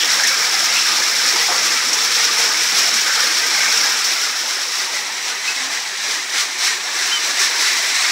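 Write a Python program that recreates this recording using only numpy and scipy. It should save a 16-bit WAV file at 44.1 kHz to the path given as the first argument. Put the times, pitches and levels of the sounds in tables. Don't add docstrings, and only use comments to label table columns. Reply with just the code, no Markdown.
import sys
import numpy as np
from scipy import signal
from scipy.fft import rfft, irfft, next_fast_len
from scipy.io import wavfile
from scipy.ndimage import map_coordinates

SR = 44100
rng = np.random.default_rng(int(sys.argv[2]) if len(sys.argv) > 2 else 0)


def to_wav(s):
    ch = np.atleast_2d(s).T
    pcm = np.round(np.clip(ch, -1, 1) * 32767)
    wavfile.write(sys.argv[1], SR, pcm.astype(np.int16))


N = 357651

# t/s, share/0-1
FACING = [(0, 1), (2.3, 0.89), (3.8, 1), (4.7, 0.92), (5.25, 0.05), (6.8, 0.08), (7.3, 0.3), (8.1, 0.05)]
# t/s, share/0-1
RIM_CLOSENESS = [(3.7, 0.7), (4.1, 0.26), (8.1, 0.05)]
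# t/s, level/dB
FALL_LEVEL = [(0, -17), (3.85, -17.5), (3.95, -18.5), (4.35, -22), (5.2, -25), (5.95, -25.5), (6.85, -24.5),
              (7.15, -21), (8.11, -17.5)]
# start/s, length/s, gain/dB
SURGES = [(.08, 0.083, 2), (0.186, 0.12, 1), (0.608, .23, 1), (.85, 0.084, 2), (1.194, 0.31, 1.4),
          (1.62, 0.18, 1.5), (1.97, .09, 1), (2.14, 0.15, 2.5), (2.365, 0.14, 2.4), (2.553, 0.13, 1.5),
          (2.712, .16, 2.5), (2.922, 0.086, 1), (3.116, 0.29, 2), (3.464, 0.52, 1.1), (3.998, 0.2, 2),
          (4.208, 0.11, 2.5), (4.45, 0.25, 2.6), (4.723, 0.17, 3.5), (4.922, .1, 3), (5.23, .12, 3.5),
          (5.433, .11, 4.5), (5.54, .15, 3.5), (5.695, .11, 4.5), (6.012, 0.2, 4.6), (6.311, 0.16, 8),
          (6.577, 0.21, 8), (6.902, .28, 3.8), (7.22, .11, 2.0), (7.355, .14, 5), (7.584, .19, 3.3),
          (7.98, 0.1, 1.5)]
# f/Hz, level/dB per Hz
PATTER_NEAR = [(200, -75), (1500, -8.5), (2600, -13), (3300, -7), (4000, -5), (4700, -7), (5150, -0.5),
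               (5520, 2), (5950, -4.5), (6500, -9), (7700, -10.5), (8900, -18), (10700, -19.5),
               (12700, -26)]
PATTER_FAR = [(200, -82), (1500, -20), (2600, -6.5), (3400, -4.5), (4000, 0.5), (4500, -3), (5200, -1),
              (5750, 1), (6800, -7), (7800, -6), (9300, -16.5), (10700, -16), (12700, -27), (14500, -23.5)]
BUBBLING_NEAR = [(200, -92), (1100, -20.5), (1200, -2.5), (1400, -2.5), (1600, 0.5), (2000, 2.5), (2320, 2),
                 (2700, -1), (3400, -20), (6000, -35)]
BUBBLING_FAR = [(200, -51), (900, -12), (1450, -5), (1800, 2), (2100, 2.5), (2400, 0), (2750, -7.5),
                (3400, -19), (6000, -52)]
# f/Hz, level/dB
GURGLE_NEAR = [(25, -70), (60, -47), (100, -31), (145, -26), (175, -12.5), (280, -14.5), (380, -7.5),
               (650, -2.5), (850, 1), (1050, 1.5), (1250, 0.5), (3000, -52)]
GURGLE_FAR = [(25, -70), (120, -31), (230, -9.5), (290, -13), (380, -5.5), (460, -7.5), (590, -5.5),
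              (720, 0.5), (1050, 5.5), (1250, -4.5), (3000, -52)]
# f/Hz, width/Hz, gain/dB over the water
BASIN_MODES = [(175.6, 13.5, 10.5), (230.6, 12.5, 12), (328.6, 8, 3.5), (458.4, 4.3, 12.5), (490, 6, 5),
               (860, 6.3, 9.5), (1004, 7, 3.5), (1242, 29, -15), (1482, 11, -24), (1720, 7.9, -21),
               (2130, 10, -9), (2312, 11, 6.5)]
# t/s, f/Hz, level/dB, length/s, pitch scatter/share
PLOPS = [(.002, 3180, -17, 0.035, 0.09), (0.191, 1600, -18, 0.024, 0.06), (.232, 1810, -14.5, 0.019, 0.061),
         (0.247, 2220, -24, 0.016, .04), (0.311, 1255, -24.5, .05, .06), (0.53, 780, -25, 0.015, 0.029),
         (.68, 2070, -22, 0.056, .03), (0.755, 2850, -17, .035, 0.1), (0.878, 1230, -26, 0.095, 0.014),
         (1.01, 1720, -18, 0.014, 0.013), (1.3, 365, -35.5, 0.059, 0.047), (1.34, 880, -27, 0.031, 0.077),
         (1.48, 807, -19.5, 0.032, 0.11), (1.5, 1120, -22, 0.03, .1), (1.5, 458, -27, 0.029, 0.14),
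         (2.785, 2380, -21, 0.02, 0.028), (2.84, 610, -32, 0.058, 0.16), (2.91, 230.5, -35.5, 0.037, 0.037),
         (3.06, 1500, -23, 0.052, .012), (3.537, 2186, -22.5, .14, .001), (3.52, 1560, -26, .11, .012),
         (3.74, 2600, -21, .035, 0.068), (3.83, 1640, -19.5, 0.025, 0.1), (3.85, 776, -26.5, 0.038, 0.16),
         (4.939, 1980, -21, 0.033, 0.018), (5.474, 2570, -17.5, 0.018, .012),
         (5.49, 1544, -26.5, 0.023, .025), (5.555, 260, -45, 0.14, 0.034), (7.655, 2080, -19.5, 0.038, .02)]
# t/s, level/dB, t60/s
SLAPS = [(.197, -19, 0.022), (.236, -14, .05), (0.272, -10, .07), (0.768, -14, 0.026), (1.261, -16, 0.071),
         (1.645, -17, .12), (1.93, -15, 0.13), (2.38, -18, 0.32), (2.94, -15, .14), (4.02, -31.5, .015),
         (4.754, -32, 0.098), (6.672, -24, .04), (7.394, -14.5, 0.2)]
# f/Hz, level/dB per Hz
SLAP_COLOUR = [(150, -70), (900, -26), (2000, 1), (4600, -4), (5600, 15.5), (6800, 4), (9000, -4.5),
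               (12000, -10), (15700, -20)]
# f/Hz, t60/s
ROOM_T60 = [(200, 0.38), (2000, 0.54), (12000, 0.24)]

TOP_HZ = 15750
SURGE_SKEW, SURGE_ROUND = 0.88, 1
PLUNGE_DB, PLUNGE_LOSS, PLUNGE_SURGE = -33, 0.48, 0.43
SQUEAK_S, SQUEAK_HZ, SQUEAK_DB = 7.11, 3220, -17.5
LN_T60 = np.log(1000)


def amp(db):
    return 10 ** (np.asarray(db) / 20)


def unit(x):
    return x / np.sqrt(np.mean(x ** 2) + 1e-20)


def along(points, hz):
    f, v = np.transpose(points)
    return np.interp(np.log(hz + 1), np.log(f + 1), v)


def curves(rows):
    s, *cols = np.transpose(rows)
    return [np.interp(np.arange(N) / SR, s, c) for c in cols]


def wobble(knots_per_s):
    knots = rng.standard_normal(N // 100)
    return map_coordinates(knots, [np.arange(N) * knots_per_s / SR], mode="mirror")


def filtered(x, response):
    size = next_fast_len(N + SR // 2)
    spectrum = rfft(x, size) * response(np.fft.rfftfreq(size, 1 / SR))
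    return irfft(spectrum, size)[..., :N]


def coloured(x, spectrum):
    return unit(filtered(x, lambda hz: amp(along(spectrum, hz))))


def add(track, s, sound):
    start = max(round(s * SR), 0)
    track[start:start + len(sound)] += sound[:N - start]


def room(x, wet_db):
    wet, step = np.zeros(N), SR // 8
    for start in range(0, N, step):
        hz, t, z = signal.stft(rng.standard_normal(SR // 3), SR, nperseg=256)
        decay = np.exp(-LN_T60 * t / along(ROOM_T60, hz)[:, None])
        tail = signal.istft(z * decay, SR, nperseg=256)[1]
        tail /= np.linalg.norm(tail)
        add(wet, start / SR, signal.fftconvolve(x[start:start + step], tail))
    return x + amp(wet_db) * wet


def heard(x, near, far):
    share = np.clip(curves(FACING)[0], 0, 1)
    reflected = np.roll(room(x, wet_db=-9.0), SR // 10)
    return np.sqrt(share) * coloured(x, near) + np.sqrt(1 - share) * coloured(reflected, far)


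def basin(x):
    def modes(f):
        return sum(amp(db) * 1j * f * w / (c * c - f * f + 1j * f * w) for c, w, db in BASIN_MODES)
    return x + curves(RIM_CLOSENESS)[0] * filtered(x, modes)


def surge_db():
    t = np.arange(N) / SR
    total = np.zeros(N)
    for s, length_s, db in SURGES:
        progress = t[t < length_s] / length_s
        add(total, s, db * np.abs(np.sin(np.pi * progress ** SURGE_SKEW)) ** SURGE_ROUND)
    return total


def flow_db():
    return curves(FALL_LEVEL)[0] + surge_db()


def bubbles_db():
    return flow_db() - 2.0 - 3.57 * curves(FACING)[0]


def bubble(t, hz, t60_s, rise):
    age = t / t60_s
    ring = np.sin(2 * np.pi * hz * t * (1 + rise * age / 2))
    return ring * np.exp(-LN_T60 * age) * (1 - np.exp(-t * hz))


def bubble_cloud(low_hz, high_hz, cycles, rise, spread_db, count, size):
    when, pitch, strength, life = rng.random((count, 4)).T[:, :, None]
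    hz = low_hz * (high_hz / low_hz) ** pitch
    gain = amp(-spread_db * np.log(strength + 0.017))
    rings = gain * bubble(np.arange(size) / SR, hz, cycles * (.5 + life) / hz, rise)
    place = (when * N).astype(int) + np.arange(size)
    return unit(np.bincount(place.ravel(), rings.ravel(), N)[:N])


def cluster(hz, length_s, scatter, cycles, count):
    t = np.arange(SR // 4) / SR
    delay, size = rng.random((count, 1)), rng.standard_normal((count, 1))
    age_s = np.maximum(t - length_s * (np.arange(count)[:, None] + delay) / count, 0)
    rings = bubble(age_s, hz * np.exp(scatter * size), cycles / hz, rise=scatter).sum(0)
    return rings * np.sqrt(length_s * SR / np.sum(rings ** 2))


def impacts(rate_hz, power_decay_s, spread_db):
    strength = amp(spread_db * np.minimum(rng.standard_normal(N), 2))
    hits = (rng.random(N) < rate_hz / SR) * strength ** 2
    power = signal.lfilter([1], [1, -np.exp(-1 / (power_decay_s * SR))], hits)
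    return unit(np.sqrt(np.abs(power)) * rng.standard_normal(N))


def patter():
    drops = impacts(rate_hz=260, power_decay_s=0.0063, spread_db=0.0)
    fizz = bubble_cloud(2527, 9400, cycles=66, rise=0.23, spread_db=-0.5, count=5000, size=512)
    water = drops + amp(-9.5) * fizz + amp(3.0) * rng.standard_normal(N)
    return amp(flow_db() - 1.52 + 0.8 * wobble(30)) * heard(water, PATTER_NEAR, PATTER_FAR)


def spray():
    hits = impacts(rate_hz=110, power_decay_s=0.007, spread_db=3.4)
    ticks = coloured(hits, [(300, -70), (3000, -9), (5600, 11.5), (9000, -13), (15700, -9.5)])
    return amp(flow_db() - 6.5) * (0.52 + 0.3 * curves(FACING)[0]) * ticks


def tinkle():
    pings = bubble_cloud(4210, 6910, cycles=110, rise=0.037, spread_db=2.5, count=700, size=1200)
    blips = bubble_cloud(1148, 2497, cycles=207, rise=0.081, spread_db=2.5, count=260, size=5000)
    drips = amp(flow_db() - 8.5) * pings + amp(bubbles_db() - 7.5) * blips
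    drips *= 0.17 + 0.57 * curves(FACING)[0]
    return filtered(drips, lambda hz: amp(along([(200, -40), (900, -1)], hz)))


def bubbling():
    cloud = bubble_cloud(1061.3, 3113, cycles=129, rise=0.15, spread_db=0.0, count=2400, size=2000)
    water = basin(cloud + amp(9.5) * rng.standard_normal(N))
    return amp(bubbles_db() - 2.0 + 0.36 * wobble(16)) * heard(water, BUBBLING_NEAR, BUBBLING_FAR)


def plunge():
    cloud = bubble_cloud(259.8, 1198, cycles=39, rise=0.11, spread_db=1.5, count=1400, size=3000)
    churn = basin(cloud + amp(12) * rng.standard_normal(N))
    share = np.clip(curves(RIM_CLOSENESS)[0], 0, 1)
    gurgle = share * coloured(churn, GURGLE_NEAR) + (1 - share) * coloured(churn, GURGLE_FAR)
    level_db, = curves(FALL_LEVEL)
    swell_db = PLUNGE_LOSS * (level_db - level_db.max()) + PLUNGE_SURGE * surge_db()
    return amp(PLUNGE_DB + swell_db + 1.14 * wobble(15)) * gurgle


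def wash():
    colour = [(25, -42), (70, -36), (200, -10), (900, -6), (2000, 3), (2900, -0.5), (4000, 4.5),
              (4700, -13.0), (5700, 4.5), (9000, -12), (15700, -26)]
    return amp(-32) * coloured(rng.standard_normal(N), colour)


def plops():
    track = np.zeros(N)
    for s, hz, db, length_s, scatter in PLOPS:
        cycles = 8 / np.sqrt(abs(scatter) + 0.0019)
        add(track, s, amp(db) * cluster(hz, length_s, scatter, cycles, count=10))
    return filtered(room(track, wet_db=-4), lambda hz: amp(along([(50, -34), (200, -5)], hz)))


def slaps():
    force, t = np.zeros(N), np.arange(SR // 4) / SR
    for s, db, t60_s in SLAPS:
        add(force, s, amp(db) * np.exp(-LN_T60 * t / t60_s))
    splash = force * impacts(rate_hz=3100, power_decay_s=.0014, spread_db=4)
    return np.std(splash) * coloured(splash, SLAP_COLOUR)


def squeak(length_s=0.096, attack_s=0.025, bend_hz=600, bend_s=0.0085, sag_hz_per_s=3200, fade_db_per_s=150):
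    t = np.arange(round(length_s * SR)) / SR
    hz = SQUEAK_HZ - bend_hz * np.exp(-t / bend_s) - sag_hz_per_s * t
    ramps = np.clip(np.minimum(t, length_s - t) / attack_s, 0, 1)
    envelope = ramps * amp(SQUEAK_DB - fade_db_per_s * (t - attack_s))
    track = np.zeros(N)
    add(track, SQUEAK_S, envelope * np.sqrt(2) * np.sin(2 * np.pi * np.cumsum(hz) / SR))
    return room(track, wet_db=-31)


def scene():
    water = patter() + spray() + tinkle() + bubbling() + plunge() + wash()
    mono = water + plops() + slaps() + squeak()
    return np.array([mono, mono])


def record(dry):
    return filtered(dry, lambda hz: hz < TOP_HZ)


dry = scene()
out = record(dry)
to_wav(out)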